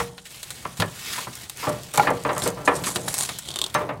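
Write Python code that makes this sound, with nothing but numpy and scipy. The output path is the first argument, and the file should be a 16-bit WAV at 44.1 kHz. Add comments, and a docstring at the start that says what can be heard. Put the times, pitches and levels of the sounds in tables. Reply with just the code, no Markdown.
"""Gloved hands work the top mount and rubber boot off a rusty strut on a steel workbench, heard close
up in a small garage. From the start, gloves rub and the clamped coil spring rocks and knocks, setting
bench and strut ringing; soon rust crackles. Near 2 s the mount jerks free. The boot then scrapes out
through the coil, its ribs ticking past from about 3.5 s, and the spring clamp jingles among the
last knocks."""
import sys
import numpy as np
from scipy import signal
from scipy.fft import rfft, irfft, next_fast_len
from scipy.io import wavfile
from scipy.ndimage import uniform_filter1d, map_coordinates

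SR = 44100
rng = np.random.default_rng(int(sys.argv[2]) if len(sys.argv) > 2 else 0)


def wav_out(sig):
    """Save sig, one row per channel (or a flat mono array), as 16-bit PCM at SR to the path in sys.argv[1]."""
    wavfile.write(sys.argv[1], SR, np.round(np.clip(np.atleast_2d(sig).T, -1, 1) * 32767).astype(np.int16))


N = 176400

# Spectrum of breaking rust and grit. Each row: frequency in Hz, relative density in dB.
GRIT = [(1500, -42), (5000, -2.5), (8000, 5), (10000, 2), (13000, -4.5), (16000, -9.5)]


def amp(db):
    """Decibels to amplitude ratio."""
    return 10 ** (np.asarray(db) / 20)


def unit(x):
    """Normalisation to rms 1."""
    return x / np.sqrt(np.mean(x ** 2) + 1e-20)


def along(points, hz):
    """Interpolation of (Hz, value) points on a logarithmic frequency axis."""
    freqs, values = np.transpose(points)
    return np.interp(np.log(hz + 1), np.log(freqs + 1), values)


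def curve(rows):
    """Linear interpolation of (seconds, value) points, one value per sample."""
    return np.interp(np.arange(N) / SR, *np.transpose(rows))


def wobble(rate):
    """Smooth random modulation through rate knots a second."""
    return map_coordinates(rng.standard_normal(N // 20), [np.arange(N) * rate / SR], mode="wrap")


def coloured(x, spectrum):
    """Spectral shaping: x filtered by (Hz, dB) points, at rms 1."""
    gain = amp(along(spectrum, np.fft.rfftfreq(len(x), 1 / SR)))
    return unit(irfft(rfft(x) * gain, len(x)))


def ring_time():
    """Time axis of one free vibration, in seconds."""
    return np.arange(SR // 2) / SR


def dying(x, t60s, length=1):
    """Frequency-dependent damping by (Hz, seconds) decay times, stretched by length."""
    hz, t, bands = signal.stft(x, SR, nperseg=256)
    decay = amp(-60 * t / (length * along(t60s, hz)[:, None]))
    return signal.istft(bands * decay, SR, nperseg=256)[1][:len(x)]


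def fade(t60):
    """Exponential decay, falling 60 dB in t60 seconds."""
    return np.exp(-np.log(1000) * ring_time() / t60)


def rise(rise_s):
    """Exponential build-up with time constant rise_s."""
    return 1 - np.exp(-ring_time() / rise_s)


def hiss(spectrum):
    """Half a second of filtered noise."""
    return coloured(rng.standard_normal(SR // 2), spectrum)


def mode(hz, t60):
    """Impulse response of a damped oscillator."""
    return np.sqrt(2) * np.sin(2 * np.pi * hz * ring_time()) * fade(t60)


def add(track, s, sound):
    """Superposition of a sound on the track, s seconds in."""
    part = track[max(0, round(s * SR)):][:len(sound)]
    part += sound[:len(part)]


def friction(spectrum, grains_per_s, spread_db, smooth, patchy_db):
    """Stick-slip friction: tiny uneven slips over a hiss, their colour shifting as the contact moves."""
    slips = (rng.random(N) < grains_per_s / SR) * rng.choice([-1, 1], N)
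    sizes = amp(spread_db * np.clip(rng.standard_normal(N), -2, 2))
    bands = signal.stft(unit(slips * sizes) + smooth * rng.standard_normal(N), nperseg=512)[2]
    patches = uniform_filter1d(rng.standard_normal(bands.shape), size=7, axis=0)
    patches = uniform_filter1d(patches, size=9, axis=1)
    shifting = signal.istft(bands * amp(patchy_db * unit(patches)), nperseg=512)[1][:N]
    return coloured(shifting, spectrum)


def gloves():
    """Sliding friction of fabric on rough steel; loose grit ticks under it even at a light touch."""
    # Course of the rubbing. Each row: time in seconds, level in dB.
    rub = [(0, -30), (.05, -41.5), (.11, -58), (.245, -65), (.257, -40), (.29, -50.5), (.335, -41),
           (.41, -47.5), (.47, -44), (.6, -44.5), (.66, -46.5), (.76, -49.5), (.83, -43), (.88, -46),
           (.97, -40.5), (1.07, -33.5), (1.16, -30), (1.235, -35.5), (1.27, -45), (1.44, -39.5),
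           (1.475, -50), (1.55, -50), (1.58, -38.5), (1.635, -34), (1.7, -40), (1.78, -44.5), (1.87, -44.5),
           (1.93, -47.5), (1.945, -33), (2.02, -34.5), (2.07, -37.5), (2.1, -48), (2.22, -45.5),
           (2.34, -47.5), (2.425, -46), (2.48, -34), (2.52, -46.5), (2.63, -48.5), (2.83, -42),
           (2.865, -38), (2.92, -45), (3.03, -46), (3.22, -39), (3.33, -41), (3.42, -48.5), (3.68, -47),
           (3.8, -46), (4, -63)]
    # Spectrum of glove on steel. Each row: frequency in Hz, relative density in dB.
    spectrum = [(200, 0.5), (600, -5), (1200, 0.5), (2000, 4.5), (4000, 3.5), (5200, 1), (8200, -0.5),
                (11000, -3.5), (14000, -7), (16000, -8)]
    rub_db = curve(rub)
    flutter = amp(1.4 * wobble(110))
    fabric = flutter * friction(spectrum, grains_per_s=5000, spread_db=4.5, smooth=0.6, patchy_db=1.7)
    grit = friction(GRIT, grains_per_s=70, spread_db=4, smooth=0, patchy_db=3)
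    grit_db = np.minimum(rub_db, -42) - 10  # follows the rubbing up to a ceiling
    return amp(rub_db) * fabric + amp(grit_db) * grit


def bench_rumble():
    """Forced vibration: the bench rumbles faintly as the weight shifts on it."""
    # Course of the rumble. Each row: time in seconds, level in dB.
    handling = [(0, -35), (.25, -58), (.7, -47.5), (1.1, -53.5), (1.5, -48.5), (1.9, -49), (2.2, -47),
                (2.9, -42), (3.42, -50), (3.6, -44), (3.9, -49), (4, -44)]
    # Its spectrum. Each row: frequency in Hz, relative density in dB.
    spectrum = [(20, -18), (45, -9), (65, 8), (90, 1), (135, 7), (220, -5), (400, -9), (900, -8.5),
                (2500, -104)]
    return amp(curve(handling) + 1.9 * wobble(12)) * coloured(rng.standard_normal(N), spectrum)


def wash(spectrum, rise_s, length):
    """Modal overlap: crowded resonances merge into a noise that swells and dies."""
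    # Damping of the bench. Each row: frequency in Hz, T60 in seconds before the length factor.
    damping = [(100, 0.71), (500, 0.35), (1100, 0.25), (2200, 0.21), (6000, 0.043)]
    ring = dying(hiss(spectrum), damping, length) * rise(rise_s)
    return ring / np.std(ring[:round(0.02 * SR)])  # rms 1 over the first 20 ms


def knocks():
    """Impact excitation: each blow of the strut rings a dense wash of bench modes and a few clear ones."""
    # Each row: start in seconds, relative thump, body and clank levels in dB, ring length factor.
    blows = [(0.001, -30, -30, -17.5, 0.31), (0.6516, -34.5, -33.5, -25, 0.38),
             (0.799, -25, -25, -26, 0.62), (0.8211, -36, -26, -18, 0.43), (1.178, -44, -36.5, -28, 0.62),
             (1.269, -34, -39, -32.5, 0.57), (1.627, -42, -33, -24.5, 1.8), (1.669, -27, -19.5, -22, 1.02),
             (1.94, -60, -32, -29, 1.2), (1.977, -24.5, -23, -17.5, 0.49), (1.996, -52, -20, -23, 0.38),
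             (2.029, -52, -26, -26.5, 1.5), (2.070, -26.5, -21, -14, 1), (2.106, -32, -14.5, -42, 0.31),
             (2.250, -29.5, -20.5, -18.5, 1.07), (2.29, -49, -25, -17.5, 1), (2.364, -33, -28.5, -24, 0.79),
             (2.418, -25.5, -29, -28.5, 0.66), (2.459, -30, -19.5, -22, 0.81),
             (2.57, -40, -36.5, -34.5, 3.6), (2.6755, -32, -15, -12, 0.9), (2.766, -32, -35, -38, 3.3),
             (2.868, -35, -33, -23, 0.51), (2.959, -27, -25.5, -30, 0.65), (3.040, -36.5, -34, -51, 1.95),
             (3.079, -46, -31, -24.5, 0.19), (3.291, -41, -38, -33, 0.51), (3.748, -31, -21.5, -14, 0.92),
             (3.807, -30, -28, -28, 1.25), (3.890, -34, -27, -25, 0.89)]
    # Low, middle and high ringing of bench and strut. Each row: frequency in Hz, relative density in dB.
    thump = [(25, -45), (45, 2), (62, -8.5), (102, 2.5), (135, 4.5), (175, 3.5), (240, -1), (400, -1),
             (900, -78)]
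    body = [(100, -21), (230, -27), (300, -7.5), (480, 5.5), (700, 0.5), (1000, -2), (1600, -25),
            (4000, -66)]
    clank = [(250, -78), (650, -11.5), (1000, 0), (1300, -6.5), (1550, -9.5), (1800, -6), (2300, -12),
             (3000, -15.5), (5000, -25.5), (14000, -56)]
    # Clear bench modes. Each row: frequency in Hz, relative level in dB, base T60 in seconds.
    bench = [(133.1, -5.5, 0.44), (171.9, -8, 0.43), (288, -7, 0.179), (393.3, -18, 0.19),
             (477.6, -12, 0.27), (602.4, -5.5, 0.31), (790, -11.5, 0.17), (976, -10, 0.22),
             (1162.5, -11, 0.22), (1213, -5.5, 0.097), (1350, -12, 0.22), (1570, -16.5, 0.14)]
    wash_db, clear_db, scatter_db = -7, -2, 2
    out = np.zeros(N)
    for s, thump_db, body_db, clank_db, length in blows:
        dense = (amp(thump_db) * wash(thump, rise_s=0.0038, length=length)
                 + amp(body_db) * wash(body, rise_s=0.0028, length=length)
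                 + amp(clank_db) * wash(clank, rise_s=0.00066, length=length))
        drive = [(180, thump_db), (300, body_db), (650, body_db), (1000, clank_db)]  # the blow's spectrum
        clear = 0
        for hz, db, t60 in bench:
            polarity = rng.choice([-1, 1])
            mode_db = db + along(drive, hz) + scatter_db * rng.standard_normal()
            clear += polarity * amp(mode_db) * mode(hz, t60 * length)
        add(out, s, amp(wash_db) * dense + amp(clear_db) * rise(0.0028) * clear)
    return out


def struck(hits, modes, attack_s):
    """Modal superposition: every hit sounds the same set of damped modes."""
    out = np.zeros(N)
    ring = sum(amp(db) * mode(hz, t60) for hz, db, t60 in modes) * rise(attack_s)
    for s, db in hits:
        add(out, s, amp(db) * ring)
    return out


def steel_parts():
    """Free vibration: each struck steel part rings at its own natural frequencies."""
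    # Impacts. Each row: start in seconds, level in dB.
    coil_hits = [(0.001, -30), (2.107, -30), (2.459, -29), (2.677, -28.5)]  # the coil rings on
    taps = [(0.6525, -25), (1.1845, -27), (1.2705, -27)]  # the top plate taps the coil
    drops = [(0.7935, -21.5)]  # the strut drops heavily on the bench top
    clangs = [(0.8215, -26.5), (2.0705, -23), (2.6765, -16), (3.748, -28)]  # the spring strikes steel on steel
    rod_hits = [(1.672, -29.5), (2.677, -28.5), (3.75, -30)]  # the clamp's threaded rod hums after hard knocks
    jerks = [(1.978, -13), (1.9962, -6)]  # the mount jerks free of the spring
    pings = [(3.747, -30.5)]  # the spring clamp jingles
    # The modes they excite. Each row: frequency in Hz, relative level in dB, T60 in seconds.
    coil = [(182.6, -10, 0.68), (473, 1, 0.39)]
    plate = [(1033, -1, 0.045), (1150, -2.5, 0.033), (1320, -9, 0.045)]
    bench_top = [(104.5, -0.24, 0.23), (171.9, -0.77, 0.3)]
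    spring = [(1688, -3, 0.078), (1726, -3.5, 0.15), (1810, -8, 0.1), (2225, -7, 0.056), (2440, -4, 0.079)]
    rod = [(598, 0, .38), (973, -4, .22)]
    mount = [(831, 0, 0.068), (910, -14, 0.046), (1395, -11, 0.093), (2290, -4.5, 0.015)]
    clamp = [(3800, -5, 0.099), (5410, -8, 0.091), (6120, -3, 0.075), (6300, 0, 0.063), (9000, -5, 0.095)]
    return (struck(coil_hits, coil, attack_s=0.0004)
            + struck(taps, plate, attack_s=0.00068)
            + struck(drops, bench_top, attack_s=0.0036)
            + struck(clangs, spring, attack_s=0.00085)
            + struck(rod_hits, rod, attack_s=0.0022)
            + struck(jerks, mount, attack_s=0.0011)
            + struck(pings, clamp, attack_s=0.0007))


def rust():
    """Brittle fracture: flakes and grit catch, crack and crumble in short bursts of noise."""
    # Each row: start in seconds, level in dB, T60 in seconds, relative level of the rasp in dB.
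    snaps = [(.18, -52.5, 0.071, 17), (0.43, -30.5, 0.058, -2), (0.505, -31, 0.067, 0.5),
             (.771, -38.5, 0.21, -1), (0.8, -27.5, 0.084, 6.5), (0.821, -37.5, 0.021, 20.5),
             (1.354, -29, 0.018, -26), (1.497, -25, 0.022, -3.5), (1.573, -33, .012, -15),
             (1.688, -37, 0.0092, -20), (1.693, -28.5, 0.031, -13), (1.834, -31.5, 0.01, -9),
             (1.9386, -24.5, 0.024, -16), (1.9493, -26, 0.011, -24), (1.959, -24.5, 0.011, -19),
             (1.9753, -19, 0.038, 0), (2.104, -31.5, .03, -25), (2.237, -33, 0.011, -13),
             (2.332, -34.5, 0.018, -19), (2.381, -22, 0.0076, -27), (2.391, -29, 0.009, -24),
             (2.399, -30, 0.01, -23), (2.4208, -28.5, 0.026, 4.5), (2.477, -16, 0.01, -9),
             (2.503, -30, 0.011, -12), (2.838, -31, 0.13, 5), (2.959, -23.5, 0.049, 4.5),
             (3.082, -21, 0.039, -2.5), (3.141, -21.5, 0.046, -3), (3.182, -20, 0.012, -10),
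             (3.1873, -18, 0.012, -8), (3.196, -23, 0.0043, -24), (3.209, -18.5, 0.0091, 2),
             (3.237, -22.5, 0.013, -2), (3.25, -28.5, 0.034, 0), (3.291, -33.5, 0.059, 9),
             (3.387, -25.5, 0.041, -5.5), (3.743, -27, 0.042, -1)]
    # Spectrum of the lower rasp. Each row: frequency in Hz, relative density in dB.
    rasp_spectrum = [(300, -9.5), (1000, 1), (2000, 0), (3000, 0.5), (4000, 5.5), (5200, -6.5), (9000, -19)]
    crack = amp(-1) * fade(t60=0.003)  # the instant the contact lets go
    out = np.zeros(N)
    for s, db, t60, rasp_db in snaps:
        snap = hiss(GRIT) * (crack + fade(t60))
        rasp = amp(rasp_db) * hiss(rasp_spectrum) * fade(t60)
        add(out, s, amp(db) * (snap + rasp))
    return out


def boot():
    """Rubber rubs through the coil by stick-slip; each rib's flick excites the boot's cavity resonance."""
    # The boot drags, then its sleeve slides. 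Each row: time in seconds, level in dB.
    drag = [(2.3, -53.5), (2.45, -32), (2.49, -34), (2.53, -61), (2.635, -78), (2.658, -31.5),
            (2.72, -52.5), (2.765, -31), (2.825, -55), (2.868, -24.5), (2.91, -27.5), (2.93, -39.5),
            (2.965, -36), (3, -46), (3.07, -37.5), (3.105, -31), (3.13, -32), (3.165, -34.5), (3.19, -28),
            (3.225, -26.5), (3.275, -36.5), (3.3, -46.5), (3.45, -67), (3.9, -76)]
    slide = [(3.25, -60), (3.32, -43), (3.45, -45.5), (3.56, -43), (3.66, -39), (3.73, -72), (3.8, -75)]
    # Dragging rubber, ribbed sleeve and cavity. Each row: frequency in Hz, relative density in dB.
    rubber = [(300, -5.5), (1000, -3.5), (2500, -12.5), (4000, -1.5), (5400, -2.5), (7000, 1.5),
              (8000, 4.5), (9500, 2), (12000, -6.5), (16000, -23)]
    sleeve = [(200, -38), (600, -2.5), (1040, -9.5), (1500, -11), (2400, -28), (3150, 8), (4300, -0.5),
              (5300, -8), (8000, -2.5), (11000, -12), (16000, -23)]
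    hollow = [(170, -20), (340, 12.5), (700, -12), (1050, 6), (1900, -12), (3000, -40)]
    # Ribs flicking past the coil. Each row: start in seconds, level in dB.
    ribs = [(3.483, -32.5), (3.4874, -25), (3.505, -27.5), (3.514, -28.5), (3.54, -27.5), (3.5594, -19.5),
            (3.568, -26.5), (3.5886, -19), (3.6157, -15), (3.6408, -18.5), (3.663, -23), (3.699, -34)]
    # Modes of a rib. Each row: frequency in Hz, relative level in dB, T60 in seconds.
    rib_modes = [(3324, -9, 0.024), (3618, -4.5, 0.025), (3930, -13, 0.02)]
    drag_gain = amp(curve(drag) + 3 * wobble(200))
    out = drag_gain * friction(rubber, grains_per_s=1600, spread_db=4, smooth=0.55, patchy_db=2.5)
    slide_gain = amp(curve(slide) + 2 * wobble(160))
    out += slide_gain * friction(sleeve, grains_per_s=900, spread_db=3.5, smooth=0.5, patchy_db=2.5)
    for s, db in ribs:
        flick = hiss(sleeve) * (fade(t60=0.016) + amp(-14.5) * fade(t60=0.043))
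        cavity = amp(-18.5) * hiss(hollow) * fade(t60=0.11)
        add(out, s, amp(db) * (flick + cavity))
    return out + struck(ribs, rib_modes, attack_s=0.00033)


def reflected(x):
    """Early reflections: the bench top and nearby surfaces add delayed, weaker copies."""
    # Each row: delay in seconds, gain in dB.
    surfaces = [(.0027, -16), (.0049, -17), (.0083, -20.5)]
    out = x.copy()
    for delay, db in surfaces:
        add(out, delay, amp(db) * x)
    return out


def garage_echo(x):
    """Reverberation: a diffuse tail builds up, then dies fastest in the treble."""
    room_t60 = [(150, 0.56), (2000, 0.36), (12000, 0.037)]  # Each row: frequency in Hz, T60 in seconds.
    tail = dying(rng.standard_normal(SR // 2), room_t60) * (1 - fade(0.057))
    return signal.fftconvolve(x, tail / np.linalg.norm(tail))[:N]


def scene():
    """Superposition of the handling, its short garage echo and the noise floor of still air."""
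    # Each row: frequency in Hz, relative density in dB.
    air_spectrum = [(30, 15), (120, -3), (400, -13), (2000, -14), (16000, -93)]
    echo_db, air_db = -22, -54.5
    near = knocks() + steel_parts() + reflected(gloves() + boot() + rust()) + bench_rumble()
    echo = amp(echo_db) * garage_echo(near)
    air = amp(air_db) * coloured(rng.standard_normal(N), air_spectrum)
    return (near + echo + air)[None]


def record(dry):
    """Band limiting: the microphone thins the deepest bass and passes nothing above its upper limit."""
    low_cut_hz, top_hz = 59, 15900
    thinned = signal.sosfilt(signal.butter(2, low_cut_hz, "high", fs=SR, output="sos"), dry)
    size = next_fast_len(N + SR // 2)
    passband = np.fft.rfftfreq(size, 1 / SR) < top_hz
    return irfft(rfft(thinned, size) * passband, size)[:, :N]


dry = scene()
out = record(dry)
wav_out(out)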